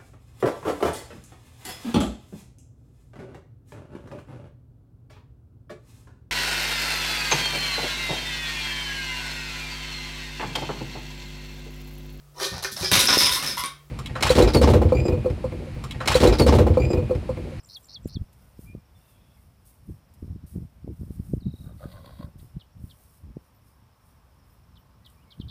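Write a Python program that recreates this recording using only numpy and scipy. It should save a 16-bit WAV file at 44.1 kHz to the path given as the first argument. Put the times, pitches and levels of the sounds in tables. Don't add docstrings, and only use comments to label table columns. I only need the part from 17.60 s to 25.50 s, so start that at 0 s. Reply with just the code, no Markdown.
import sys
import numpy as np
from scipy import signal
from scipy.fft import rfft, irfft, next_fast_len
from scipy.io import wavfile
from scipy.ndimage import uniform_filter1d, map_coordinates

SR = 44100
rng = np.random.default_rng(int(sys.argv[2]) if len(sys.argv) > 2 else 0)


def master(y):
    cut = np.clip(np.atleast_2d(y).T, -1, 1)
    pcm = np.round(cut * 32767)
    wavfile.write(sys.argv[1], SR, pcm.astype(np.int16))


N = 348390
TIME = np.arange(N) / SR

# peak t/s, width/s, level/dB, flap rate/Hz, main nasal f/Hz
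SNORT_SURGES = [(4.092, .045, -58, 65, 1200), (4.24, .026, -45.5, 91, 1240), (4.303, .02, -58, 80, 1100),
                (4.37, .034, -50, 91, 1070), (4.493, .048, -52, 65, 1070), (4.63, .045, -53, 51, 1080)]
# t/s, length/s, level/dB
NOSTRIL_AIR = [(4.18, 0.47, -69.5), (4.32, .0044, -59), (4.458, 0.0035, -60.5), (4.475, 0.096, -73.5),
               (4.592, 0.0036, -65.5), (4.797, 0.0044, -63.5)]
# f/Hz, width/Hz, level/dB
FLAP_MODES = [(572, 88, 2), (1100, 63, 1.5), (1505, 175, -3.5)]
HISS_MODES = [(1960, 110, 6.5), (3380, 194, 1), (3770, 89, 6.5), (4330, 360, 2.5), (4860, 120, 1.5)]
# t/s, level/dB
SYLLABLES = [(.1450, -40.5), (.3420, -40), (0.542, -44)]
FLIGHT_CHIPS = [(5.0096, -56), (5.309, -57), (7.169, -61), (7.461, -55), (7.7200, -54), (7.812, -51),
                (7.8965, -48)]
# t/s from the slur, length/s, start f/Hz, end f/Hz, level/dB
LISP_PIPS = [(-.114, .012, 7000, 8450, -16.5), (-.1, .007, 6100, 5100, -12), (-.099, .007, 7740, 7300, -15),
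             (-.088, .006, 6570, 8300, -9.5), (-.076, .01, 7000, 7260, -12.5)]
# t/s from the note's anchor, f/Hz, level/dB
BUZZ_SHAPE = [(-.06, 4100, -22), (-.055, 4100, -7), (-.046, 4150, -.5), (-.015, 4150, -5), (0, 4500, -3)]
SLUR_SHAPE = [(0, 6400, -5), (.005, 4700, -1), (.013, 4270, 2), (.02, 3640, -0.5), (.028, 3320, -0.5),
              (.042, 3300, -19)]
RISE_SHAPE = [(-.005, 3800, -14), (-.002, 3950, 3), (.0005, 4600, -2), (.0025, 5300, -19)]
FALL_SHAPE = [(-.0005, 3100, -14), (.002, 3850, 8.5), (.0045, 3300, 6.5), (.011, 3010, 0),
              (.022, 2780, -14)]
SWEEP_SHAPE = [(0, 6000, -26), (.01, 5130, -10), (.019, 4250, 1), (.026, 3880, -20)]
HOOK_SHAPE = [(0, 4750, -17), (.005, 4110, -6), (.012, 3800, -2), (.019, 3740, -2.5), (.024, 3900, -20)]
# t/s, length/s, start f/Hz, middle f/Hz, end f/Hz, level/dB
FAR_WHISTLES = [(.8, .11, 1490, 1470, 1460, -72), (1.058, .088, 2320, 2395, 2450, -54.5),
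                (1.347, .033, 3580, 3520, 3460, -67), (1.765, .035, 2550, 2130, 2050, -70),
                (7.415, .1, 1930, 1965, 1920, -70), (7.565, .055, 2250, 2400, 2850, -70),
                (7.612, .035, 2780, 2900, 2680, -69), (7.665, .087, 2190, 2215, 2560, -69.5)]
# t/s, length/s, level/dB
WIND_GUSTS = [(.38, 0.24, -49.5), (1.05, .12, -43.5), (2.29, 0.029, -39), (2.65, 0.095, -37),
              (2.94, .1, -38), (3.29, .04, -38), (3.41, 0.064, -40.5), (3.56, 0.13, -43), (3.69, .09, -42),
              (3.86, 0.037, -38), (4.0, 0.18, -42), (4.25, .28, -46.5), (4.645, 0.012, -39),
              (4.76, 0.092, -47.5), (5.17, 0.09, -47.5), (5.64, 0.084, -45.5), (7.84, .033, -40)]
# t/s, level/dB, f/Hz
STRONG_EDDIES = [(0.458, -17.5, 206), (0.558, -24, 82), (0.5703, -19, 133), (0.6154, -23.5, 63),
                 (0.9925, -32, 197), (1.1509, -25.5, 206), (2.2973, -29.5, 182), (2.6276, -24, 160),
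                 (2.761, -26, 137), (2.84, -27.5, 111), (2.9616, -22, 161), (2.984, -23.5, 146),
                 (3.02, -32.5, 148), (3.246, -27, 139), (3.2784, -26.5, 270), (3.4134, -25, 141),
                 (3.433, -31.5, 207), (3.5078, -25.5, 166), (3.6, -20, 115), (3.7374, -12, 199),
                 (3.7695, -24, 133), (3.779, -22.5, 100), (3.823, -28, 123), (3.8666, -20, 142),
                 (3.94, -28, 168), (4.257, -25.5, 180), (4.645, -28, 109), (4.758, -35.5, 140),
                 (4.968, -27.5, 126), (5.241, -28, 110), (5.7698, -24, 208), (7.8006, -23.5, 137)]
# t/s, length/s, level/dB, f/Hz
EDDY_TRAINS = [(2.283, .035, -40.5, 231.3), (3.277, 0.039, -41, 290), (3.694, 0.02, -37.5, 189.6),
               (3.863, .022, -30, 159.8), (4.599, 0.0026, -35.5, 250), (5.173, 0.024, -50.5, 200.2),
               (4.949, 0.023, -32, 130)]
# t/s, length/s, level/dB
GRASS_SWISHES = [(.09, .07, -64), (.2, .05, -67), (.79, .11, -69), (1.01, .05, -61.5), (1.38, .04, -68),
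                 (1.49, .04, -66), (1.73, .09, -68.5), (2.055, .04, -59), (2.27, .08, -68.5),
                 (2.61, .06, -70), (2.867, .06, -58.5), (3.34, .11, -67), (3.52, .045, -62),
                 (3.665, .06, -60.6), (3.96, .09, -62.5), (4.17, .17, -64), (4.4, .25, -68),
                 (4.785, .035, -60.2), (5.24, .32, -63.5), (5.85, .03, -73), (6.07, .035, -67),
                 (6.46, .04, -69.5), (6.88, .06, -71), (7.49, .04, -69), (7.71, .18, -73)]
# t/s, level/dB
FINGER_TICKS = [(0.168, -45), (0.4753, -40), (0.729, -50.5), (2.538, -51.5), (3.5573, -53), (7.4599, -54),
                (7.4985, -54)]
# t/s, length/s
INSECT_RASPS = [(5.945, 0.042), (6.9, .037), (7.18, .031)]
# t/s, level/dB
BREEZE_LEVEL = [(0, -61.5), (1.7, -58), (4, -54.5), (6.3, -61.5), (7.3, -56.5), (7.9, -60)]
TREE_LEVEL = [(.6, -65), (1.9, -67.5), (6.5, -67)]
# f/Hz, level/dB
GUST_SPECTRUM = [(20, -52), (35, -6.5), (60, 11), (110, 8), (200, 0), (290, -14.5), (420, -27.5),
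                 (700, -34), (1500, -58)]
GRASS_SPECTRUM = [(1000, -24), (5000, -7), (6200, -8), (7800, -6), (8400, 1), (11000, 0), (15000, -.5)]
TREE_SPECTRUM = [(20, -11.5), (70, 14.5), (160, 3), (300, -4), (600, -1.5), (1150, -6.5), (1800, -11),
                 (2700, -13), (4200, -17.5), (5500, -16), (6500, -22.5), (15000, -20.5)]
# f/Hz, width/Hz, level/dB
DRONE_MODES = [(878, 20, 8), (1062, 120, 2), (1266, 154, -5.5), (1540, 130, -11.5)]


def snort(hiss_db=-.5, hiss_db_per_s=4, hiss_ref_s=4.1):
    breath_spectrum = [(200, 2), (500, 8.5), (1200, 4.5), (1700, -1), (3000, -26), (6000, -35)]
    hiss_spectrum = [(1500, -10), (3000, -2), (5500, -7.5), (6500, 0), (11000, 18)]
    low_mode, main_mode, high_mode = FLAP_MODES
    flaps, chop = np.zeros((2, N))
    for s, width_s, db, flap_hz, nasal_hz in SNORT_SURGES:
        phase = 2 * np.pi * (flap_hz * (TIME - s) + .09 * wobble(45))
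        push = np.exp(-.75 * ((TIME - s) / width_s) ** 2)
        opening = unit(.15 + np.exp(1.4 * (np.cos(phase) - 1) + .25 * wobble(90)))
        nose = [low_mode, (nasal_hz, *main_mode[1:]), high_mode]
        flaps += amp(db) * push * resonances(opening * noise(breath_spectrum), nose)
        chop += push * opening
    hiss = resonances((1 + chop) * noise(hiss_spectrum), HISS_MODES)
    airflow = swells(NOSTRIL_AIR, attack_s=.0055, release_s=.011)
    return flaps + airflow * amp(hiss_db + hiss_db_per_s * (TIME - hiss_ref_s)) * hiss


def songbird(pulse_s=.00993, join_s=.0162, lisp_db=-1, slur_db=1):
    out = np.zeros(N)
    for s, db in SYLLABLES:
        buzz = note(BUZZ_SHAPE, warble=.35, warble_hz=370 * (1 + rng.normal(0, .029)))
        t = BUZZ_SHAPE[0][0] + np.arange(len(buzz)) / SR
        gate = np.where(t < -join_s, np.abs(np.sin(np.pi * t / pulse_s)) ** 1.3, 1)
        add(out, s + t[0], amp(db) * buzz * uniform_filter1d(gate, size=40))
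        for offset_s, *pip in LISP_PIPS:
            add(out, s + offset_s, amp(db + lisp_db) * glide(*pip, warble=.031, warble_hz=325))
        add(out, s, amp(db + slur_db) * note(SLUR_SHAPE))
    return out


def flying_bird(gap_s=.0108, first_db=-4, cut_s=.0055, echo_db=-10, echo_s=.0024):
    out = np.zeros(N)
    for s, db in FLIGHT_CHIPS:
        scale = 1 + rng.normal(0, .015)
        delay_s = echo_s * rng.uniform(.4, 2)
        flicks = [(s - gap_s, db + first_db, cut_s), (s, db, FALL_SHAPE[-1][0])]
        for flick_s, flick_db, ring_s in flicks:
            fall = note(FALL_SHAPE, scale)
            fall *= np.exp(-(np.arange(len(fall)) / SR / ring_s) ** 6)
            for at_s, path_db in [(flick_s, flick_db), (flick_s + delay_s, flick_db + echo_db)]:
                rise_db = path_db + rng.normal(0, 1.3)
                rise = note(RISE_SHAPE, scale, warble=.072, warble_hz=450)
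                add(out, at_s + RISE_SHAPE[0][0], amp(rise_db) * rise)
                add(out, at_s + FALL_SHAPE[0][0], amp(path_db) * fall)
    return scatter(out, t60_s=.2, wet_db=-12)


def trilling_bird(start_s=3.7935, period_s=.0262, gain_db=-57.5, hold_s=.22, fade_db_per_s=90):
    out = np.zeros(N)
    for k in range(13):
        age_s = k * period_s
        db = gain_db - fade_db_per_s * max(age_s - hold_s, 0)
        tone = note(HOOK_SHAPE if k else SWEEP_SHAPE, scale=1 + rng.normal(0, .005))
        add(out, start_s + age_s, amp(db) * tone)
    return out


def wind(gust_db=.5, wake_db=-10.5, eddy_db=3, stray_db=7, stray_hz=190, strays=260):
    breeze = amp(curves(BREEZE_LEVEL)[0] + 3.1 * wobble(13))
    breeze *= noise([(20, -27), (40, -5), (70, 5), (140, -4.5), (250, -13), (600, -43.5), (2000, -120)])
    churn = noise(GUST_SPECTRUM)
    churn /= np.sqrt(np.abs(uniform_filter1d(churn ** 2, size=1500)) + .22)
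    churn = unit(churn * amp(5.5 * np.tanh(wobble(45))))
    gusts = swells(WIND_GUSTS, attack_s=.021, release_s=.031)
    wakes = swells([(s, 0, db + wake_db) for s, db, _ in STRONG_EDDIES], attack_s=.015, release_s=.015)
    eddies, lead_s = np.zeros(N), .02
    for s, db, hz in STRONG_EDDIES:
        add(eddies, s - lead_s, amp(db + eddy_db) * eddy(hz))
    force = gusts.max() * (gusts / gusts.max()) ** 1.2
    for k, (when, size, pitch, side) in enumerate(rng.uniform(-.94, 1, (strays, 4))):
        at = int((k + (when + 1) / 2) / strays * N)
        gain = np.sign(side) * force[at] * amp(stray_db + 4 * size)
        spike = eddy(stray_hz * 2 ** (pitch / 2), width_cycles=.25, swing=.43)
        add(eddies, at / SR - lead_s, gain * spike)
    return breeze + np.hypot(amp(gust_db) * gusts, wakes) * churn + eddies


def eddy(hz, width_cycles=.17, swing=.44):
    t = np.arange(-SR // 50, SR // 20) / SR
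    spike = np.exp(-(t * hz / width_cycles) ** 2)
    return signal.lfilter(*signal.butter(2, swing * hz, "high", fs=SR), spike)


def buffets():
    out = np.zeros(N)
    for s, length_s, db, hz in EDDY_TRAINS:
        phase = 2 * np.pi * np.cumsum(hz * 2 ** (.36 * wobble(hz))) / SR
        thump = unit(np.sin(phase) * amp(3 * wobble(hz / 2)))
        out += swells([(s, length_s, db)], attack_s=.006, release_s=.0082) * thump
    return out


def grass(hard_db=-60.5, snap_s=.004, soft_s=.045, rest_db=-75.5, calming_db_per_s=.8):
    attacks_s = [snap_s if db > hard_db else soft_s for _, _, db in GRASS_SWISHES]
    swishes = swells(GRASS_SWISHES, attacks_s, release_s=.07)
    rest = amp(rest_db - calming_db_per_s * TIME + 1.8 * wobble(12))
    level = np.hypot(swishes, rest) * amp(1.1 * wobble(22))
    grains = unit(noise(GRASS_SPECTRUM) * amp(2 * wobble(750)))
    return level * grains


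def finger_ticks(gain_db=-6, t60_s=.078):
    envelope, t = np.zeros(N), np.arange(SR // 10) / SR
    for s, db in FINGER_TICKS:
        add(envelope, s, amp(db + gain_db - 60 * t / t60_s))
    return envelope * noise([(2000, -1.5), (6000, 1), (9000, 9), (15000, 8.5)])


def far_birds(warble_s=1.39, step_s=.0125, sag_hz_per_s=420, twitter_hz=5320, chips=620):
    out, warble = np.zeros((2, N))
    for s, *shape in FAR_WHISTLES:
        add(out, s, whistle(*shape))
    for k in range(29):
        age_s = k * step_s
        hz = (3480 if k % 2 else 2660) - sag_hz_per_s * age_s + rng.normal(0, 95)
        tone = glide(2 * step_s, hz + 140, hz - 140, db=-75.5, warble=.04, warble_hz=150)
        add(warble, warble_s + age_s, tone)
    chip = [(0, twitter_hz + 200, 5), (.009, twitter_hz, 4), (.022, twitter_hz - 200, -11)]
    for when, size, pitch in rng.uniform(-1.2, 1, (chips, 3)):
        add(out, (when + 1) / 2 * N / SR, amp(-83 + 3 * size) * note(chip, scale=1 + .045 * pitch))
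    return out + scatter(warble, t60_s=.22, wet_db=3)


def whistle(length_s, start_hz, middle_hz, end_hz, db):
    return note([(0, start_hz, db - 12),
                 (.2 * length_s, middle_hz + (start_hz - middle_hz) / 4, db - 1),
                 (.5 * length_s, middle_hz, db),
                 (.75 * length_s, middle_hz + (end_hz - middle_hz) / 4, db - 3),
                 (length_s, end_hz, db - 7)])


def insect(wing_hz=13520, width_hz=130, rasp_db=-72):
    scrapes = swells([(*rasp, rasp_db) for rasp in INSECT_RASPS], attack_s=.007, release_s=.011)
    return scrapes * resonances(rng.standard_normal(N), [(wing_hz, width_hz, 0)])


def distant_trees(wash_db=4):
    drone = resonances(noise([(500, -26), (1400, -8)]), DRONE_MODES)
    drone_db = np.interp(TIME, [4.5, 6.5], [-12, -4])
    level = amp(curves(TREE_LEVEL)[0] + .5 * wobble(5))
    return level * (amp(wash_db) * noise(TREE_SPECTRUM) + amp(drone_db) * drone)


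def note(shape, scale=1, warble=0, warble_hz=0):
    t = np.arange(shape[0][0], shape[-1][0], 1 / SR)
    hz, db = curves(shape, t)
    drift, shimmer_db = [map_coordinates(k, [(t - t[0]) * 400]) for k in rng.standard_normal((2, 80))]
    flick = warble * np.sin(np.pi * warble_hz * t + .45 * drift) ** 4
    pitch_hz = hz * scale * (1 + flick + .007 * drift)
    edges = np.clip(np.minimum(t - t[0], t[-1] - t) / .001, 0, 1)
    return edges * amp(db + shimmer_db) / (1 + flick) * np.sin(2 * np.pi * np.cumsum(pitch_hz) / SR)


def glide(length_s, start_hz, end_hz, db, **voice):
    tone = note([(0, start_hz, db), (length_s, end_hz, db)], **voice)
    return tone * np.abs(np.sin(np.linspace(0, np.pi, len(tone)))) ** .5


def scatter(x, t60_s, wet_db):
    t = np.arange(SR // 2) / SR
    tail = rng.standard_normal(len(t)) * amp(-60 * t / t60_s)
    return x + amp(wet_db) * signal.fftconvolve(x, tail / np.linalg.norm(tail))[:N]


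def swells(rows, attack_s, release_s):
    power = np.zeros(N)
    for (s, length_s, db), rise_s in zip(rows, np.broadcast_to(attack_s, len(rows))):
        t = np.arange(-min(4 * rise_s, s), length_s + 4 * release_s, 1 / SR)
        outside = np.maximum(-t / rise_s, 0) + np.maximum((t - length_s) / release_s, 0)
        add(power, s + t[0], amp(db - 10 * outside) ** 2)
    return np.sqrt(power)


def resonances(x, modes):
    def response(f):
        return sum((-1) ** k * amp(db) * 1j * f * width / (hz * hz - f * f + 1j * f * width)
                   for k, (hz, width, db) in enumerate(modes))
    return unit(filtered(x, response))


def noise(spectrum):
    hz, db = np.transpose(spectrum)
    white = rng.standard_normal(N)
    return unit(filtered(white, lambda f: amp(np.interp(np.log(f + 1), np.log(hz), db))))


def filtered(x, response):
    size = next_fast_len(N + SR // 2)
    return irfft(rfft(x, size) * response(np.fft.rfftfreq(size, 1 / SR)), size)[:N]


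def wobble(rate_hz):
    return map_coordinates(rng.standard_normal(int(N * rate_hz / SR) + 4), [TIME * rate_hz])


def curves(rows, t=TIME):
    s, *columns = np.transpose(rows)
    return [np.interp(t, s, column) for column in columns]


def add(track, s, sound):
    start = max(round(s * SR), 0)
    part = track[start:start + len(sound)]
    part += sound[:len(part)]


def amp(db):
    return 10 ** (np.asarray(db) / 20)


def unit(x):
    return x / np.sqrt(np.mean(x ** 2) + 1e-20)


def scene():
    near = scatter(songbird() + flying_bird() + trilling_bird() + snort(), t60_s=.12, wet_db=-19)
    far = scatter(far_birds(), t60_s=.3, wet_db=-11)
    return (near + far + insect() + wind() + buffets() + grass() + finger_ticks() + distant_trees())[None]


def record(dry):
    return np.array([filtered(channel, lambda hz: hz < 15450) for channel in dry])


dry = scene()
out = record(dry)
master(out)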